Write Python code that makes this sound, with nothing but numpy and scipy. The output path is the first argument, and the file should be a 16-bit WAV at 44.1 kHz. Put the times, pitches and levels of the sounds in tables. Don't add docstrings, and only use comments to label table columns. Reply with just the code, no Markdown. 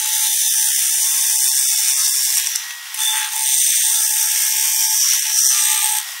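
import sys
import numpy as np
from scipy import signal
from scipy.fft import rfft, irfft, next_fast_len
from scipy.io import wavfile
from scipy.ndimage import uniform_filter1d, map_coordinates

SR = 44100
rng = np.random.default_rng(int(sys.argv[2]) if len(sys.argv) > 2 else 0)


def ratio(d):
    e = np.asarray(d, float) / 20
    return 10 ** e


def dump_mix(stems):
    frames = np.atleast_2d(stems).T
    limited = np.clip(frames, -1, 1)
    pcm = np.round(limited * 32767).astype(np.int16)
    wavfile.write(sys.argv[1], SR, pcm)


N = 273420
FRAME, OVERLAP = 1024, 768

# t/s, turns per second/Hz
SPIN = [(0, 66.5), (.4, 66.8), (.6, 67.13), (2.4, 67.2), (2.7, 68.2), (2.95, 67.4), (3.03, 66.8),
        (3.25, 66.8), (3.33, 67.4), (3.6, 67.3), (3.8, 67.05), (4.2, 67.15), (4.5, 67.4), (5.4, 67.4),
        (5.55, 66.5), (5.95, 66.35), (6.1, 67.8), (6.2, 68)]
# f/Hz, level/dB
SHAVING = [(2240, -31), (3800, -15.5), (4110, -15), (4500, -12), (5980, -2), (6660, -4), (7730, -3.5),
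           (9020, -4.5), (10700, -6), (11600, -7.5), (13200, -7.5), (14500, -9.5), (15800, -5.5)]
# f/Hz, level/dB
WALL = [(1060, -29), (1800, -3.5), (1990, -2.5), (2360, -4.5), (2880, -1), (3560, -1.5), (4200, -4),
        (5460, -20), (9240, -120)]
# f/Hz, width/Hz, level/dB, extra at full overhang/dB
STEEL = [(5310, 130, -16, 13), (5520, 130, -14, 13), (5770, 150, -9, 12), (6100, 170, 0, -1),
         (6790, 110, -10, 0), (7070, 120, -8, -2), (7600, 200, -12, 2), (8350, 160, -10, 3),
         (9400, 200, -8, 2)]
# f/Hz, width/Hz, level/dB
RIM = [(1140, 60, -9), (1345, 90, -4), (1610, 50, 1), (1710, 120, -3)]
# t/s, length/s, gain/dB
HUMS = [
    (.22, 0.044, 8),
    (.56, .05, 8),
    (1.02, 0.66, 8.5),
    (1.84, .56, 8),
    (3.9, 0.047, 7),
    (4.78, .07, 6),
    (4.33, 0.36, 4),
    (4.93, 0.26, 9.5),
]
# t/s, length/s, gain/dB
FLICKERS = [(.18, .14, 4), (.52, .38, 5), (.94, .06, 5), (1.05, .13, 5), (1.26, .09, 6), (1.41, .07, 6),
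            (1.51, .19, 5), (1.71, .19, 5), (1.96, .4, 4), (3.71, .35, 4), (4.12, .18, 4), (4.45, .3, 3),
            (4.93, .22, 4), (5.36, .2, 3)]


def cutting():
    turns = np.cumsum(curves(SPIN, np.arange(N) / SR)[0]) / SR
    tear, push = teeth(turns)
    f, t, _ = signal.stft(tear, SR, nperseg=FRAME, noverlap=OVERLAP)
    f = f[:, None]
    hiss_db, shank_db, shank_hz, tip_db, tip_hz, cavity_db, rim_db, wall_db, squeal_db = handling(t)
    reach = curves(REACH, t)[0]
    steel_power = sum(ratio(db + more_db * reach) ** 2 * np.abs(mode(f, hz, width)) ** 2
                      for hz, width, db, more_db in STEEL)
    steel = np.sqrt(steel_power)
    rim = sum((-1) ** k * ratio(db) * mode(f, hz, width) for k, (hz, width, db) in enumerate(RIM))
    wall = ratio(along(WALL, f))
    chip_fizz = mode(f, 11450, 900) ** 2 + .7 * mode(f, 14100, 900) ** 2
    colour = echoes(f, t)
    edge = shaped(tear, [(hiss_db + 4.5, ratio(along(SHAVING, f))),
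                         (hiss_db + shank_db + 0.5, mode(f, shank_hz, 850) ** 2 + 4.3 * steel),
                         (hiss_db + tip_db - 1.5, mode(f, tip_hz, 640) ** 2),
                         (hiss_db - 7, chip_fizz),
                         (wall_db - 1.0, wall),
                         (squeal_db[1] - 1, mode(f, 3568, 290) ** 2)], colour)
    hum = shaped(push, [(cavity_db - 1.5, mode(f, 868, 75) ** 3),
                        (rim_db - 15.5 + spells(HUMS, t)[0], mode(f, 1076, 26) ** 2),
                        (rim_db - 6 + spells(FLICKERS, t)[0], rim * mode(f, 1390, 960)),
                        (wall_db - 6.0, wall),
                        (squeal_db[0] - 8, mode(f, 3535, 60) ** 3)], colour)
    return edge + hum + chatter(turns)


WANDER_TURNS = .0008
LATHE_HZ = 11.2
# t/s, repeating share/0-1, tooth unevenness/dB
BITE = [(0, 0.23, 2), (.6, 0.7, -1.5), (1.2, 0.33, 0.5), (1.8, 0.64, 3), (2.4, 0.4, 1), (3, 0.2, 2),
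        (3.6, 0.07, 2), (4.1, 0.24, 0.5), (4.7, 0.52, 1.5), (5.2, 0.15, 1), (5.6, 0.58, 3), (6, 0, 4)]


def teeth(turns):
    t = np.arange(N) / SR
    share, uneven_db = curves(BITE, t)
    share = np.clip(share, 0, 1)
    grain = per_turn(turns + WANDER_TURNS * wobble(30), memory=.88, smooth=1)
    tear = np.sqrt(share) * grain + np.sqrt(1 - share) * rng.standard_normal(N)
    bunch = np.clip(uneven_db, 0, 9) * per_turn(turns, memory=0.876, smooth=71)
    rock = (0.22 + 0.59 * wobble(2.0)) * np.sin(2 * np.pi * LATHE_HZ * t)
    proud = 2.6 * np.cos(np.pi * turns) ** 12
    splinters = 1.42 * wobble(1500) + 0.53 * wobble(16)
    tear = tear * ratio(bunch + proud + splinters + rock)
    tear = tear / np.sqrt(np.abs(uniform_filter1d(tear ** 2, size=9000)))

    push = sum(ratio(2.4 * drift(7)) * np.sin(2 * np.pi * (k * turns + rng.random() + .07 * drift(12)))
               for k in range(11, 57))
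    push = unit(push) + 1.5 * rng.standard_normal(N)
    return tear, push / 2.224


def per_turn(turns, memory, smooth):
    size, finer = 656, 4
    last = int(turns[-1])
    fresh = rng.standard_normal((last + 30, size))
    fresh = uniform_filter1d(fresh, smooth, axis=1, mode="wrap")
    ring = signal.lfilter([1], [1, -memory], fresh, axis=0)[-last - 2:].ravel()
    fine = signal.resample_poly(ring, up=finer, down=1)
    return unit(np.interp(turns * size * finer, np.arange(len(fine)), fine))


# t/s, hiss level/dB
PRESSURE = [(0, -24.5), (.06, -27), (.14, -22.5), (2.38, -22.5), (2.49, -29), (2.62, -37), (2.92, -46),
            (3.01, -24), (3.25, -28), (3.28, -32.5), (3.48, -22), (4.3, -23), (5.13, -23), (5.22, -28),
            (5.44, -23), (5.97, -26), (6.04, -40.5), (6.2, -43)]
# t/s, length/s, gain/dB
LEANS = [(.08, .04, 1), (1.44, 0.049, 1), (1.8, 0.025, -2), (2.76, 0.099, -4.5), (3.12, .04, -1.5),
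         (3.255, 0.068, -2.5), (2.42, 0.067, 0), (2.58, 0.096, -1), (3.0, 0.011, -1), (3.33, 0.096, 0.5),
         (3.44, 0.073, -1.5), (4.12, 0.14, -0.5), (5.135, .05, 1), (5.96, 0.037, 2)]
# t/s, overhang/0 short to 1 long, freedom to ring/dB
REACH = [(0, 0.052, -1.5), (.35, 0.15, -1.5), (.7, 0.2, -1), (1.3, 0.48, 2.5), (2.0, 0.63, 1.5),
         (2.4, 0.84, -3.5), (2.92, 0.53, -1.5), (3.0, 0.11, -2.5), (3.9, 0.22, 0.5), (4.4, 0.53, 0),
         (5.1, 0.99, 1), (5.2, 0.43, -3.5), (5.38, 1, 1.5), (5.5, 0.49, 3.5), (5.95, 0.031, -1.5),
         (6.08, 0.69, -5)]
# t/s, length/s, cavity/dB, rim/dB, wall/dB
RUBS = [(-.05, 0.34, 6, 2, 1.5), (.34, 0.078, -9.5, 2.5, 0.5), (.715, 0.062, -22.5, -1.5, 1.5),
        (1.755, .015, -16, 0, 1), (2.24, .03, -13, -0.5, 0.5), (1.5, .15, 2, 0, 0),
        (1.435, 0.017, -17, -1, 1), (1.67, 0.014, -11, -8, -4), (3.635, 0.033, -22, -1, -1.5),
        (3.72, 0.029, -22, 0, 1), (3.795, 0.039, -18.5, 3, 2.5), (5.19, 0.05, -25, 4.5, -5),
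        (5.575, 0.023, -14, 1, 4.5), (5.805, 0.021, 3, -14, 5.5), (2.05, 0.25, -1, -1.5, -1.5),
        (2.3, 0.09, 2, -2, 1.5), (2.38, 0.091, -1.5, 1.5, 6), (2.98, 0.15, 10.5, 7, 1),
        (3.13, 0.16, 15, 10.5, 4.5), (3.3, 0.15, 12, 1, 0), (3.43, 0.29, 0, -4.5, 0),
        (3.58, 0.2, -3.5, 3.5, 2.5), (4.1, 0.84, 3, 1, 0), (5.04, 0.053, -20, 2.5, 2.5),
        (5.1, 0.23, 3, 1, 4), (5.28, 0.2, 3, 5, 0.5), (3.84, 0.27, 3, 1.5, 0.5), (4.3, 0.3, 1.5, 0, 1),
        (4.75, 0.19, 4, -1, 1), (5.5, 0.3, 9, 7, 4), (5.82, 0.21, 13.5, 5.5, 2.5)]
# t/s, length/s, tone/dB, hoarse/dB
SQUEALS = [(.04, .12, 0, 5), (.22, .24, 4, 1), (.78, .17, 7, 2), (1.05, .3, 9, 3), (1.45, .63, 10, 4),
           (2.52, 0.06, 20, 14), (2.6, .1, 12, 8), (2.98, 0.21, 10, 3), (3.062, .07, 5, 0),
           (3.2, .06, 6, 6), (3.35, .06, 6, 8), (3.45, 0.55, 4, 9.5), (5.54, 0.16, 3, 8), (5.75, .2, 0, 2),
           (5.12, .22, -4, -6)]


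def handling(t):
    def sway(rate):
        knots = 100
        return np.interp(t * rate, np.arange(knots), rng.standard_normal(knots))

    hiss_db = curves(PRESSURE, t)[0] + spells(LEANS, t)[0]
    reach, free_db = curves(REACH, t)
    shank_db = -2.5 + 5 * reach + free_db + 0.6 * sway(12)
    shank_hz = 6195 - 434 * reach + 30 * sway(8.1)
    tip_db = 4.5 - 8.5 * reach + free_db + 0.84 * sway(9)
    tip_hz = 9130 - 50 * reach - 108 * t + 70 * sway(8.8)
    wood_db = 0.33 * (hiss_db - np.median(hiss_db))
    hollow_db, lip_db, thick_db = spells(RUBS, t)
    cavity_db = -41 + 1.84 * wood_db + hollow_db + 1.8 * sway(15)
    rim_db = -40.5 + 2.5 * (reach - .6) + 0.26 * wood_db + lip_db + 1.1 * sway(9)
    wall_db = -32.5 + wood_db + thick_db + 1.2 * sway(8)
    squeal_db = hiss_db - 14.5 - 9 * reach + spells(SQUEALS, t) + 1.5 * sway(11)
    return hiss_db, shank_db, shank_hz, tip_db, tip_hz, cavity_db, rim_db, wall_db, squeal_db


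# t/s, length/s, f/Hz, width/Hz, gain/dB
ECHOES = [(0, 1.4, 8530, 200, -7.5), (0.4, 2.7, 6320, 140, -7), (-0.7, 1.2, 7900, 120, -3),
          (1, 1.7, 9290, 121, -8), (1.5, 3.1, 10700, 350, -3), (-.1, 1.6, 13300, 1000, -2),
          (0.1, 2.1, 4000, 200, -5), (0.2, 1.6, 4460, 120, -4.5), (-0.16, 0.65, 3930, 440, 4.5),
          (2, 0.074, 4320, 2000, 5), (0.4, 0.27, 6050, 430, 4), (1.12, 1.3, 5830, 270, -6),
          (0.3, 0.47, 5450, 250, 2.5), (2.5, 0.22, 5700, 680, 5.5), (5, .64, 5910, 700, 5),
          (5.5, 0.174, 5750, 600, -4), (3.5, 0.38, 6100, 400, 2), (2.5, 0.17, 4150, 570, 4),
          (3, 0.1304, 1700, 470, -6), (5.5, .55, 8200, 696, 2.5), (-0.3, 1, 2270, 290, -1.5),
          (.9, 1.5, 3220, 120, -5.5), (3, 0.23, 1760, 400, 7), (2.5, 0.63, 6210, 305, 4.5),
          (4, 1.3, 4200, 160, -1), (4, 0.49, 1670, 100, 7), (3.5, 1, 11150, 257, -13.5),
          (4, 1, 12650, 620, 5), (1.5, 1.8, 13500, 800, -5.5), (-0.5, 3.1, 7740, 257, -0.5),
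          (2, 0.81, 4000, 250, -0.5), (3.85, 0.84, 9300, 200, -1), (4, 1.05, 4030, 220, -6.5),
          (4, 1.5, 6000, 180, -3.5), (5, 1.9, 9700, 270, -5.5), (5.5, 0.069, 4960, 1510, 6),
          (3, 0.22, 4040, 160, -19), (5.5, 0.63, 12500, 540, 7), (4.5, 0.59, 11000, 650, -7),
          (2.5, 0.37, 8200, 250, -8)]


def echoes(f, t):
    gain_db = 0
    for s, length, hz, width, db in ECHOES:
        hump = db / (1 + (2 * (f - hz) / width) ** 2)
        gain_db = gain_db + hump * spells([(s, length, 1)], t)
    return ratio(gain_db)


# t/s, level/dB
CHATTER = [
    (0, -94),
    (5.46, -79),
    (5.56, -30.5),
    (5.8, -36.5),
    (5.9, -51),
    (5.97, -83.5),
    (6.2, -61),
]


def chatter(turns):
    level_db = curves(CHATTER, np.arange(N) / SR)[0] + 3.0 * wobble(27)
    ripples = 18
    bounce = sum(ratio(db) * np.sin(2 * np.pi * k * ripples * turns) for k, db in enumerate([-.5, 2.5, 1.5], 1))
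    return ratio(level_db - 3.0) * bounce


# t/s, length/s, f/Hz, level/dB
SONGS = [(0.24, 0.36, 3546.0, -37.0), (0.54, 0.08, 8997, -30), (0.58, 0.28, 5374.0, -36.0),
         (0.72, 0.24, 3550, -40), (0.8, 0.16, 6097, -34), (0.96, 0.58, 2412.0, -47.0),
         (1.02, 0.16, 8978.0, -31.0), (1.06, 0.48, 3553.0, -38.0), (1.42, 0.46, 5506.0, -33.0),
         (1.56, 0.76, 3495.0, -39.0), (1.6, 0.16, 6052.0, -33.0), (1.6, 0.32, 5245.0, -36.0),
         (1.66, 0.42, 3557.0, -39.0), (1.78, 0.24, 6107.0, -31.0), (1.8, 0.52, 5311.0, -33.0),
         (1.92, 0.14, 8865.0, -30.0), (2.02, 0.3, 6791.0, -40.0), (2.08, 0.26, 5246.0, -37.0),
         (2.1, 0.18, 5522.0, -34.0), (2.1, 0.22, 6124.0, -31.0), (2.12, 0.14, 5588.0, -31.0),
         (2.12, 0.16, 8818.0, -33.0), (3.02, 0.16, 3540.0, -27.0), (3.02, 0.22, 3489.0, -34.0),
         (3.12, 0.16, 1604, -37), (3.96, 0.8, 1346.0, -54.0), (4.04, 0.66, 2690.0, -44.0),
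         (4.34, 0.36, 2153.0, -43.0), (4.42, 0.66, 1614.0, -46.0), (4.48, 0.36, 6468.0, -36.0),
         (4.5, 0.44, 2422.0, -43.0), (4.52, 0.3, 3435.0, -40.0), (4.62, 0.42, 3101.0, -42.0),
         (4.74, 0.14, 5527.0, -31.0), (4.82, 0.12, 5795.0, -28.0), (4.82, 0.22, 6064.0, -28.0),
         (5.04, 0.06, 5728, -25), (5.32, 0.16, 5744.0, -30.0), (5.34, 0.2, 8236.0, -32.0),
         (5.36, 0.42, 6058.0, -32.0), (5.38, 0.12, 8098.0, -31.0), (5.44, 0.14, 6136.0, -30.0),
         (5.6, 0.38, 1724.0, -42.0)]
# t/s, length/s, f/Hz, level/dB
CATCH = [
    (3.065, .065, 3540, -28),
    (3.02, .06, 3489, -30),
    (2.99, .03, 3540, -33),
    (3.235, .025, 3440, -30),
]


def songs():
    out = np.zeros(N)
    sway_db, blur_cycles = 2.2 * wobble(22), .09 * wobble(18)
    for s, length, hz, db in list(SONGS) + list(CATCH):
        ease = min(.03, length / 2)
        n = np.arange(round((s - ease) * SR), round((s + length + ease) * SR))
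        own = (n + int(hz) * 40) % N
        hold = np.clip(np.minimum(n - n[0], n[-1] - n) / (2 * ease * SR), 0, 1)
        tone = np.sin(2 * np.pi * (hz * n / SR + blur_cycles[own]))
        out[n] += np.sqrt(2) * hold * ratio(db - 1.5 + sway_db[own]) * tone
    return out


# t/s, peak level/dB, wood level/dB, time to fade by 60 dB/s
TICKS = [(2.302, -6.5, -23.5, .008), (2.348, -9.5, -24, 0.0048), (2.3567, -5, -24, .006),
         (2.3703, -5.5, -21, 0.0054), (2.377, -4, -24, 0.006), (2.381, -4, -33, 0.0056),
         (2.398, -8, -22, 0.005), (2.4632, -8, -29.5, 0.0075), (2.4698, -3, -24, 0.006),
         (2.554, -8.5, -22, 0.0086), (2.5578, 0, -36, 0.0092), (2.706, -14.5, 7, 0.03),
         (2.943, -16.5, -5, 0.021), (5.134, -2.5, -31, 0.0069), (5.1935, -4, -17, 0.016),
         (5.222, -10, -22, 0.025)]
# f/Hz, width/Hz, level/dB
TAP = [(5646, 190, 5), (7570, 270, -1.5), (8600, 650, -4.5), (12900, 1900, -19)]


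def ticks():
    out, t = np.zeros(N + SR), np.arange(SR // 10) / SR
    f = np.fft.rfftfreq(len(t), 1 / SR)
    steel = sum((-1) ** k * ratio(db) * mode(f, hz, width) for k, (hz, width, db) in enumerate(TAP))
    wood = mode(f, 2540, 900)
    for s, db, wood_db, t60 in TICKS:
        burst = rng.standard_normal(len(t)) * ratio(-60 * t / t60) * (1 - np.exp(-t / 0.00066))
        ring = irfft(rfft(burst) * (steel + ratio(wood_db + 6.0) * wood), len(t))
        out[round(s * SR):][:len(t)] += ratio(db) * ring / np.abs(ring).max()
    return out[:N]


# t/s, peak level/dB, time to fade by 60 dB/s
SPITS = [
    (2.942, -8, .04),
    (3.03, -7, .008),
    (3.18, 2, .008),
    (3.328, -9, 0.019),
    (3.358, -6, 0.026),
]


def spits():
    out, t = np.zeros(N), np.arange(SR // 20) / SR
    for s, db, t60 in SPITS:
        fade = ratio(db - 6.5 - 60 * t / t60) * (1 - np.exp(-t / 0.0013))
        out[round(s * SR):][:len(t)] += fade * rng.standard_normal(len(t))
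    return filtered(out, lambda f: 1.67 * mode(f, 10200, 7100) ** 2)


# f/Hz, level/dB
AIR = [(330, -73), (620, -10), (939, -6.5), (1470, -10), (1710, -9.5), (1860, -0.5), (2950, -10),
       (3210, -2), (3640, -2), (4370, -8), (5240, 0.5), (5700, -3), (15800, -9.5)]
# f/Hz, level/dB
WHINE = [(958, -56), (1437, -52), (1906, -41.5), (3252, -52), (5728, -53)]


def machines(duck):
    hiss = unit(filtered(rng.standard_normal(N), lambda f: ratio(along(AIR, f))))
    air = ratio(-32 + 2.0 * wobble(7.4)) * hiss
    clock = np.cumsum(1 + .0012 * wobble(25)) / SR
    tones = sum(ratio(db + 4.5 + 1.8 * wobble(27)) * np.sin(2 * np.pi * (hz * clock + rng.random()))
                for hz, db in WHINE)
    whine_ducks = 1.6
    return air * duck + tones * duck ** (2 * whine_ducks)


# f/Hz, time to fade by 60 dB/s
SHOP = [(700, 0.22), (3000, 0.48), (12000, 0.14)]


def shop(x):
    hz, t, z = signal.stft(rng.standard_normal((2, SR // 2)), SR, nperseg=256)
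    fade = ratio(-60 * t / along(SHOP, hz)[:, None])
    tail = signal.istft(z * fade, SR, nperseg=256)[1]
    return signal.fftconvolve(x[None], tail / np.linalg.norm(tail[0]), axes=1)[:, :N]


def shaped(force, parts, colour):
    z = signal.stft(force, SR, nperseg=FRAME, noverlap=OVERLAP)[2]
    power = sum(ratio(db) ** 2 * np.abs(unit(shape)) ** 2 for db, shape in parts)
    phase = sum(ratio(db) * unit(shape) for db, shape in parts)
    gain = colour * np.sqrt(power) * phase / (np.abs(phase) + 1e-12)
    return signal.istft(z * gain, SR, nperseg=FRAME, noverlap=OVERLAP)[1][:N]


def spells(rows, t):
    ease_s = 0.011
    s, length, *gains = np.transpose(rows)
    inside = np.minimum(t - s[:, None], (s + length)[:, None] - t) / ease_s + .5
    return np.array(gains) @ np.clip(inside, 0, 1)


def mode(f, hz, width_hz):
    return 1j * f * width_hz / (hz * hz - f * f + 1j * f * width_hz + 1e-9)


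def filtered(x, response):
    m = next_fast_len(N + SR // 2)
    return irfft(rfft(x, m) * response(np.fft.rfftfreq(m, 1 / SR)), m)[..., :N]


def unit(x):
    return x / np.sqrt(np.mean(np.abs(x) ** 2, axis=0) + 1e-20)


def along(points, hz):
    f, v = np.transpose(points)
    return np.interp(np.log(hz + 1), np.log(f + 1), v)


def curves(rows, t):
    s, *cols = np.transpose(rows)
    return [np.interp(t, s, c) for c in cols]


def wobble(rate):
    knots = rng.standard_normal(int(N * rate / SR) + 4)
    return map_coordinates(knots, [np.arange(N) * rate / SR])


def drift(rate):
    knots = rng.standard_normal(int(N * rate / SR) + 4)
    return np.interp(np.arange(N) * rate / SR, np.arange(len(knots)), knots)


# f/Hz, level/dB
SIDEWAYS = [(60, -2), (110, 4), (200, -3), (380, -22), (700, -15.5), (1290, -24.5), (2380, -27),
            (4400, -30), (8120, -20.5), (15000, -12.5)]


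def scene():
    tool = cutting() + ticks() + spits() + songs()
    loud = np.abs(uniform_filter1d(tool ** 2, size=6000))
    dry = tool + machines(1 / np.sqrt(1 + loud / ratio(-18.5) ** 2))
    common, apart = shop(dry)
    mid = dry + ratio(-14) * common
    spread = filtered(apart, lambda f: ratio(along(SIDEWAYS, f) + 6.0))
    side = np.tanh(2 * wobble(8.4)) * spread + 0.031 * mid
    return np.array([mid + side, mid - side])


# f/Hz, level/dB
WEAKEST_MID = [(600, -30), (710, -29.5), (800, -34.5), (880, -38), (980, -33.5), (1080, -33.5),
               (1140, -33.5), (1230, -30), (1350, -32.5), (1500, -31.5), (1700, -35), (2300, -30.5),
               (4100, -32.5), (8000, -31.5), (13000, -41)]
# f/Hz, level/dB
WEAKEST_SIDE = [(700, -54), (1200, -50), (4000, -45), (6000, -38), (9000, -38), (12000, -38), (14000, -36),
                (16000, -36)]
SUDDEN = [.99, 1.89, 2.15, 2.47, 2.555, 2.94, 3.05, 3.25, 4.63, 6.05]


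def weak_bands_muted(x):
    f, t, z = signal.stft([x[0] + x[1], x[0] - x[1]], SR, nperseg=FRAME, noverlap=OVERLAP)
    power = np.abs(z) ** 2
    whole = uniform_filter1d(power[0].sum(0), size=24)
    opening = np.abs(t - np.array(SUDDEN)[:, None]).min(0) < .012
    cols = np.arange(len(t)) // 4 * 4
    for part, strength, floor, width in zip(z, power, [WEAKEST_MID, WEAKEST_SIDE], [2, 8]):
        rows = np.arange(len(f)) // width * width
        band = uniform_filter1d(strength, size=width, axis=0, origin=-(width // 2))
        band = uniform_filter1d(band, size=4, axis=1, origin=-2)[rows][:, cols]
        strong = 2 * band > whole[cols] * ratio(along(floor, f))[:, None] ** 2
        part *= strong | opening * (f[:, None] > 1500)
    mid, side = signal.istft(z, SR, nperseg=FRAME, noverlap=OVERLAP)[1][:, :N] / 2
    return np.array([mid + side, mid - side])


def low_pass(x):
    return signal.sosfilt(signal.butter(12, 16920, fs=SR, output="sos"), x)


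def record(dry):
    soft = dry / (1 + np.abs(dry / .9) ** 4) ** (1 / 4)
    x = filtered(soft, lambda f: (f < 15740) * (f > 560) / np.sqrt(1 + (560 / (f + 1)) ** 6))
    mix = weak_bands_muted(x)
    return low_pass(mix)


dry = scene()
out = record(dry)
dump_mix(out)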